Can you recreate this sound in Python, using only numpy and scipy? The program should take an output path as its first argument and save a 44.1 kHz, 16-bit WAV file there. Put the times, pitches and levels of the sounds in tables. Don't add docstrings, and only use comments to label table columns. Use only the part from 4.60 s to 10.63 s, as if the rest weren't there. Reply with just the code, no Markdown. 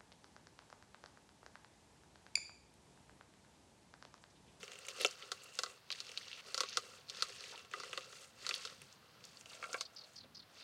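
import sys
import numpy as np
from scipy import signal
from scipy.fft import rfft, irfft, next_fast_len
from scipy.io import wavfile
from scipy.ndimage import map_coordinates

SR = 44100
rng = np.random.default_rng(int(sys.argv[2]) if len(sys.argv) > 2 else 0)


def store_wav(level_fs):
    pcm = np.round(np.clip(np.atleast_2d(level_fs), -1, 1) * 32767)
    wavfile.write(sys.argv[1], SR, pcm.T.astype(np.int16))


def decibels_to_gain(level_db):
    exponent = np.asarray(level_db, float) / 20
    return 10 ** exponent


N = 265923
VIEW_CHANGE_S = 4.85

# (frequency [Hz], level [dB])
HUSH_SPECTRUM = [(20, -50), (48, -30), (62, -7), (100, -1.5), (344, -4), (641, -2.5), (1500, -3.5),
                 (2400, -8.5), (4250, -7.5), (7000, -18.5), (9570, -19.5), (16000, -23)]
# (time [s], level [dB])
RUMBLE_LEVEL = [(0.0, -64), (0.1, -78), (4.9, -72), (5.2, -80), (5.5, -80), (5.62, -69.5), (5.8, -69.5),
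                (5.9, -74.5)]
# (start [s], peak level [dB], first pitch [Hz], share of the usual fading [1])
BIRD_PHRASES = [
    (5.179, -46.5, 4430, -.4),
    (5.3638, -45, 4810, 0.7),
    (5.5582, -43.5, 4870, 1.3),
    (5.7476, -45.5, 4800, 1.0),
    (6.0, -49.5, 4160, 1.5),
]
# (delay [s], level [dB], pitch change [1])
BIRD_NOTES = [
    (0, 0, 0.013),
    (.02, 0, -.01),
    (0.046, -2.5, -.11),
    (.074, -6.5, -.15),
]
# (frequency [Hz], width [Hz], level [dB])
BOWL_MODES = [
    [(297, 79, -6.5), (401, 44, 6), (519, 67, 7), (740, 52, -2.5)],
    [(290, 170, -4), (440, 42, -20), (500, 135, 11.5), (713, 130, 9.5)],
]
# (frequency [Hz], width [Hz], level [dB])
LID_MODES = [
    [(1114, 46, 0), (1226, 30, 1.5), (1349, 83, 3.5), (1570, 170, -6), (2000, 65, -1)],
    [(1108, 78, 4), (1200, 79, 3), (1371, 54, 11), (1600, 84, -0.5), (2220, 120, 0.5)],
]
# (frequency [Hz], width [Hz], level [dB])
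RIDGE_MODES = [(2700, 30, 3), (3040, 11, -3.5), (3400, 40, -18), (4480, 330, -5.5), (5300, 280, -22.5),
               (6870, 160, -12)]
# (start [s], length [s])
RUB_TIMES = [(0.0, .55), (.75, .35), (1.4, .4), (4.86, .1)]
RUB_LEVELS = [-69.5, -68, -65, -63.5]
# (time [s], peak level [dB], pitch [Hz])
FIBRE_POPS = [(0.04, -45, 4930), (.1175, -45, 6900), (.134, -49, 7400), (.189, -42.5, 8150),
              (0.2666, -42, 7400), (0.2855, -35.5, 6700), (0.4147, -34.5, 9850), (0.4613, -25, 5300),
              (0.4707, -36, 6400), (0.8347, -46.5, 7300), (.841, -48.5, 10500), (.953, -39.5, 6540),
              (1.316, -29, 4340), (1.516, -39, 5300), (1.578, -32, 3850), (2.095, -40, 6000),
              (2.485, -45, 4300), (2.4902, -38, 4060), (2.6856, -44, 6500), (3.2464, -46, 7140),
              (3.2956, -45, 5660), (3.9503, -40, 9100), (4.2177, -47.5, 9450), (4.326, -47.5, 5850),
              (4.652, -40, 6030), (4.8102, -44, 6240), (4.8977, -46, 4600), (4.9322, -44, 4000),
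              (5.3352, -56, 6100), (5.3486, -55.5, 7600)]
CRUSH_STARTS = [.398, 1.772, .283, 3.93, 2.92, 4.915, 5.635, 1.865]
# (length [s], level [dB], pitch [Hz], bowl share [1])
CRUSH_BURSTS = [(0.044, -41, 4100, 0.87), (0.04, -53, 2650, .05), (0.036, -51, 4000, 0.11),
                (0.041, -50.5, 5100, .05), (0.036, -55, 860, 0.16), (0.026, -58, 1100, 0.11),
                (0.033, -64.5, 580, .1), (0.03, -58, 5600, 0.74)]
# (frequency [Hz], level [dB])
PULP_SPECTRUM = [(300, -14), (900, -6), (2000, -1.5), (3500, 2), (4700, 3.5), (6500, 1.5), (9000, -44),
                 (12000, -34), (20000, -75)]
# (frequency [Hz], level [dB])
SPRAY_SPECTRUM = [(3000, -31), (6500, -10.5), (8500, -10.5), (11000, -20.5), (15000, -28), (20000, -50)]
# (start [s], length [s], effort [dB], lid shake re effort [dB], spray re effort [dB])
WRIST_PUSHES = [(0.0, 0.68, -62.5, 0, -6.5), (0.372, 0.12, -53, -2.5, -6), (0.662, 0.23, -63.5, 0, -6.5),
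                (0.953, 0.16, -60.5, -1.5, -4.5), (1.347, 0.42, -58, -9.5, -10.5),
                (1.882, 0.3, -55.5, -8, -11.5), (2.192, 0.18, -62, -4, -6.5), (2.544, 0.37, -56.5, -7, -7),
                (2.986, 0.017, -63, 2.5, -6), (3.164, .28, -57, -4, -11), (3.504, 0.13, -61, -5, -4),
                (3.823, 0.28, -56, -5.5, -7), (4.177, 0.15, -65.5, -5.5, -8), (4.43, 0.17, -74.5, 2.5, -9),
                (4.65, 0.17, -64.5, -8.5, -6), (4.9, .07, -62, -1, -3), (5.04, 0.14, -60.5, 0.5, -3.5),
                (5.3, .13, -76, 7.5, -8), (5.458, 0.1, -69.5, -7, -4.5), (5.96, .2, -63.5, -7, -9.5)]
# (time [s], peak level [dB], crack pitch [Hz], lid share [dB], bowl share [dB])
LID_KNOCKS = [(0.4097, -25.5, 2820, -29, -17), (0.4473, -12, 2980, -16, -16),
              (0.7169, -25.5, 4380, -8, -20.5), (0.9889, -19.5, 4530, -12.5, -22),
              (1.034, -22, 4600, -12, -21.5), (1.944, -22.5, 4900, -13.5, -22.5),
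              (1.9772, -22, 5100, -11, -22), (2.005, -16.5, 4500, -12.5, -22),
              (2.0338, -27, 3780, -7.5, -14), (2.171, -15, 4460, -10.5, -26),
              (2.6227, -16.5, 4500, -13, -30), (3.136, -31, 3400, .5, -21), (3.2, -33.5, 4900, -5, -17.5),
              (3.2341, -37.5, 4770, 0.5, -13.5), (3.33, -27.5, 2830, -12, -18.5),
              (3.3751, -25.5, 3700, -8.5, -17), (3.865, -24.5, 4500, -13, -31),
              (3.891, -22, 4800, -12, -28), (4.0511, -27.5, 4430, -13, -25.5), (5.026, -37.5, 2000, 3, -10),
              (5.0399, -36, 2350, 0.5, -30), (5.1296, -30.5, 6150, -9, -19), (5.1429, -36.5, 2220, 9, -2),
              (5.2091, -24, 4930, -12.5, -24)]
# (time [s], peak level [dB], crack pitch [Hz], lid share [dB])
RIND_SPLITS = [(.51, -33, 6000, -35), (0.6236, -35.5, 3040, -37), (1.061, -35, 4050, -8.5),
               (1.3031, -24.5, 3300, -18), (1.3243, -24.5, 3900, -25), (1.3856, -49, 4590, -10),
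               (1.4028, -26, 4560, -27), (1.4672, -37.5, 4320, -17), (1.5741, -24, 4000, -27),
               (1.6813, -35.5, 3750, -31), (1.7146, -34, 2830, -30), (1.7295, -33, 3300, -32),
               (2.088, -31.5, 4400, -33), (2.1289, -42, 4120, -15), (2.4978, -26.5, 4800, -31),
               (2.5474, -37, 4300, -18), (2.57, -39, 4650, -15), (2.607, -33, 4540, -14),
               (2.8065, -36.5, 4830, -15), (2.923, -46, 3520, -9), (2.9575, -39, 3640, -25),
               (2.9923, -40, 3560, -14), (3.5268, -44, 3340, -3.5), (3.827, -43, 4160, -25),
               (3.849, -39, 2000, -11), (3.91, -24.5, 2820, -12), (3.9404, -21.5, 3880, -40),
               (4.073, -36, 3580, -16), (4.6399, -39, 4600, -26), (4.7707, -40.5, 4530, -39)]
# (time [s], peak level [dB])
RIDGE_PLUCKS = [(0.0301, -34), (0.079, -38), (0.1174, -37.5), (0.133, -40.5), (.156, -41.5), (0.1872, -45),
                (0.2506, -40.5), (0.2835, -34), (.3625, -41), (1.4917, -37), (1.518, -39.5), (1.777, -45),
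                (2.8391, -38.5), (2.8938, -48), (2.977, -40.5), (3.048, -45), (3.1132, -39.5),
                (3.408, -39.5), (3.7878, -62), (4.2167, -41.5), (4.8098, -49), (4.8578, -39.5)]

RISE_DB_PER_S, FALL_DB_PER_S = 190, 159
LID_FOLLOWS = 0.82
UNSTEADY_DB = 1.5
PLUCK_HZ, PLUCK_LID_DB, PLUCK_BOWL_DB, PLUCK_EDGE_DB = 2800, -19, -18.5, -12
KNOCK_EDGE_DB, SPLIT_EDGE_DB = -16.5, -51
SPLIT_BOWL_DB = -13
SPLINTER_DB, LID_SPLINTER_DB = -9.5, -10


def unit(x):
    return x / np.sqrt(np.mean(x ** 2) + 1e-20)


def top(x):
    return x / np.abs(x).max(1, keepdims=True)


def shape(points):
    f, v = np.transpose(points)
    return lambda hz: decibels_to_gain(np.interp(np.log(hz + 1), np.log(f), v))


def peak(f, hz, width):
    return 1j * f * width / (hz * hz - f * f + 1j * f * width)


def body(modes):
    return lambda f: sum((-1) ** k * decibels_to_gain(db) * peak(f, hz, w) for k, (hz, w, db) in enumerate(modes))


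def ridged(f):
    return 1 + sum(decibels_to_gain(db) * peak(f, hz, w) for hz, w, db in RIDGE_MODES)


def soft(f):
    return 1 / (1 + 1j * f / 9500) ** 3


def filtered(x, response):
    m = next_fast_len(x.shape[-1] + 8192)
    spectrum = rfft(x, m) * response(np.fft.rfftfreq(m, 1 / SR))
    return irfft(spectrum, m)[..., :x.shape[-1]]


def wobble(rate):
    knots = rng.standard_normal(int(N * rate / SR) + 4)
    return map_coordinates(knots, [np.arange(N) * rate / SR])


def placed(rows, seconds):
    at = np.round(seconds * SR).astype(int)[:, None] + np.arange(rows.shape[1])
    return np.bincount(at.ravel(), rows.ravel(), N + SR)[:N]


def grains(per_s, centre_hz, octaves, spread_db, cap_db):
    draw = rng.random((int(per_s * N / SR), 4))
    interval = octaves * (draw[:, [1]] + draw[:, [2]] - 1)
    hz = np.clip(centre_hz * 2 ** interval, 300, 15000)
    size = decibels_to_gain(np.minimum(-spread_db * np.log(draw[:, [3]]), cap_db))
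    cycles = hz * np.arange(128) / SR
    rings = np.sin(2 * np.pi * cycles) * cycles * np.exp(-cycles / 1.07)
    return unit(placed(size * rings, draw[:, 0] * N / SR))


def tearing(cells, wet):
    clumps = decibels_to_gain(1.1 * wobble(30) + 1.6 * wobble(140))
    return unit(clumps * (cells + wet * rng.standard_normal(N)))


def field():
    hush = unit(filtered(rng.standard_normal(N), shape(HUSH_SPECTRUM)))
    low = lambda f: peak(f, 120, 227) ** 3 * f ** 2 / (f ** 2 + 60 ** 2)
    rumble = unit(filtered(rng.standard_normal(N), low))
    rumble_db = np.interp(np.arange(N) / SR, *np.transpose(RUMBLE_LEVEL))
    return decibels_to_gain(-67.5 + .6 * wobble(2.49)) * hush + decibels_to_gain(rumble_db + 1.3 * wobble(5)) * rumble


def bird():
    notes = [(start + delay, db + fade * note_db, hz * (1 + max(fade, 0) * change))
             for start, db, hz, fade in BIRD_PHRASES
             for delay, note_db, change in BIRD_NOTES]
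    s, db, hz = np.transpose(notes)[..., None]
    t, note_s, fall_per_s = np.arange(1400) / SR, 0.0164, 8
    flutter = filtered(rng.standard_normal((len(s), 2, len(t))), lambda f: 1 / (1 + 1j * f / 950) ** 3)
    flutter = flutter / flutter.std()
    phase = 2 * np.pi * np.cumsum(hz * (1 + fall_per_s * (note_s / 2 - t)), axis=1) / SR
    buzz = 1 + np.cos(2 * np.pi * 440 * t + 2 * flutter[:, 1, -1:])
    note = (.8 * buzz + flutter[:, 0]) * np.sin(phase) + flutter[:, 1] * np.cos(phase)
    swell = np.sin(np.pi * np.clip(t / note_s, 0, 1) ** .7) ** .5
    direct = placed(decibels_to_gain(db) * top(swell * note), s[:, 0] - .001)
    leaf_t = np.arange(SR // 5) / SR
    leaves = rng.standard_normal(SR // 5) * decibels_to_gain(-60 * leaf_t / 0.097)
    scattered = signal.fftconvolve(direct, leaves / np.linalg.norm(leaves))[:N]
    return direct + decibels_to_gain(-8) * scattered


def rubs():
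    s, length = np.transpose(RUB_TIMES)[..., None]
    swell = np.sin(np.pi * np.clip((np.arange(N) / SR - s) / length, 0, 1)) ** .4
    friction = tearing(grains(300, 2580, octaves=0.2, spread_db=4.5, cap_db=16), wet=.6)
    ring = filtered(friction, lambda f: peak(f, PLUCK_HZ, 150))
    return decibels_to_gain(RUB_LEVELS) @ swell * unit(ring)


def ticks():
    s, db, hz = np.transpose(FIBRE_POPS)[..., None]
    t = np.arange(512) / SR
    burst = rng.standard_normal((len(s), len(t))) * decibels_to_gain(-60 * t / 0.015)
    pops = filtered(burst, lambda f: peak(f, hz, .33 * hz) ** 2)
    return placed(decibels_to_gain(db) * top(pops), s[:, 0])


def crushes():
    length, db, hz, bowl = np.transpose(CRUSH_BURSTS)[..., None]
    t = np.arange(4096) / SR
    lumps = rng.standard_normal((len(db), 128)).repeat(32, axis=1)
    pops = rng.standard_normal((len(db), len(t))) * decibels_to_gain(2.3 * lumps)

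    def path(f):
        direct = peak(f, hz, 0.67 * hz) * soft(f) * ridged(f)
        return direct + 0.33 * body(LID_MODES[0])(f) + bowl * body(BOWL_MODES[0])(f)

    pops = filtered(pops, path)
    swell = np.sin(np.pi * np.clip(t / length, 0, 1)) ** 0.27
    return placed(decibels_to_gain(db) * swell * pops / pops.std(1, keepdims=True), np.array(CRUSH_STARTS))


def plastic_hum(shake, view):
    lid = filtered(shake, lambda f: body(LID_MODES[view])(f) + decibels_to_gain(5.0) * peak(f, 2710, 147))
    bowl = filtered(shake, body(BOWL_MODES[view]))
    return unit(lid + decibels_to_gain(-3.5) * bowl)


def twist():
    s, length, db, lid_db, spray_db = np.transpose(WRIST_PUSHES)[..., None]
    t = np.arange(N) / SR
    before, after = np.clip(s - t, 0, None), np.clip(t - s - length, 0, None)
    slack_db = RISE_DB_PER_S * before + FALL_DB_PER_S * after
    effort = decibels_to_gain(UNSTEADY_DB * wobble(7.6)) * decibels_to_gain(db - slack_db).max(0)
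    shaking = decibels_to_gain(UNSTEADY_DB * wobble(9)) * decibels_to_gain(db + lid_db - LID_FOLLOWS * slack_db).max(0)
    juice = decibels_to_gain(UNSTEADY_DB * wobble(7.6)) * decibels_to_gain(db + spray_db - slack_db).max(0)

    shake = tearing(grains(700, 1300, octaves=2.2, spread_db=3, cap_db=8), wet=1.4)
    hum = np.where(t < VIEW_CHANGE_S, plastic_hum(shake, 0), plastic_hum(shake, 1))
    pulp = tearing(grains(1800, 4580, octaves=1.97, spread_db=0.0, cap_db=3.5), wet=0.92)
    crackle = unit(filtered(pulp, lambda f: shape(PULP_SPECTRUM)(f) * ridged(f)))
    drops = tearing(grains(1300, 8040, octaves=0.89, spread_db=-0.5, cap_db=7.5), wet=1.0)
    spray = unit(filtered(drops, lambda f: shape(SPRAY_SPECTRUM)(f) * ridged(f)))
    pops = unit(filtered(grains(90, 4630, octaves=1.3, spread_db=5.5, cap_db=11.5), ridged))
    return effort * (crackle + decibels_to_gain(-10.5) * pops) + juice * spray + shaking * hum


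def breaks():
    knocks = [(*row, KNOCK_EDGE_DB) for row in LID_KNOCKS]
    splits = [(*row, row[-1] + SPLIT_BOWL_DB, SPLIT_EDGE_DB) for row in RIND_SPLITS]
    plucks = [(*row, PLUCK_HZ, PLUCK_LID_DB, PLUCK_BOWL_DB, PLUCK_EDGE_DB) for row in RIDGE_PLUCKS]
    return knocks + splits + plucks


def snaps():
    s, db, hz, lid_db, bowl_db, edge_db = np.transpose(breaks())[..., None]
    t = np.arange(4096) / SR
    view = (s[:, 0] > VIEW_CHANGE_S) * 1
    chance = rng.standard_normal((len(s), 3, len(t)))
    chance[:, :, 6:9] += 4.5
    luck_db = rng.normal(0, 2.2, (len(s), 10))

    def burst(k, t60, tail_db=SPLINTER_DB):
        decay = decibels_to_gain(-60 * t / t60) + decibels_to_gain(tail_db - 60 * t / 0.073)
        return chance[:, k] * (1 - np.exp(-t / 0.000091)) * decay

    def ring(sets):
        modes = np.array(sets)[view].transpose(1, 2, 0)[..., None]
        return lambda f: sum((-1) ** k * decibels_to_gain(m[2] + luck_db[:, [k]]) * peak(f, m[0], m[1])
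                             for k, m in enumerate(modes))

    crack = top(filtered(burst(0, 0.026), lambda f: peak(f, hz, 0.66 * hz) ** 2 * soft(f) * ridged(f)))
    edge = top(filtered(burst(0, 0.00099), lambda f: peak(f, 6300, 4500) ** 2 * soft(f) * ridged(f)))
    lid_ring, bowl_ring = ring(LID_MODES), ring(BOWL_MODES)
    lid = top(filtered(burst(1, 0.003, LID_SPLINTER_DB), lambda f: lid_ring(f) * soft(f)))
    bowl = top(filtered(burst(2, 0.039), lambda f: bowl_ring(f) * peak(f, 600, 480)))
    rows = crack + decibels_to_gain(edge_db + 10.5) * edge + decibels_to_gain(lid_db - 0.5) * lid + decibels_to_gain(bowl_db + 1.0) * bowl
    return placed(decibels_to_gain(db - 0.5) * rows, s[:, 0] + .0005)


def scene():
    return (field() + bird() + rubs() + ticks() + crushes() + twist() + snaps())[None]


def band_limit(x):
    return signal.sosfilt(signal.butter(12, 16410, fs=SR, output="sos"), x)


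def record(dry):
    mix = filtered(dry, lambda hz: hz < 15900)
    return band_limit(mix)


dry = scene()
out = record(dry)
store_wav(out)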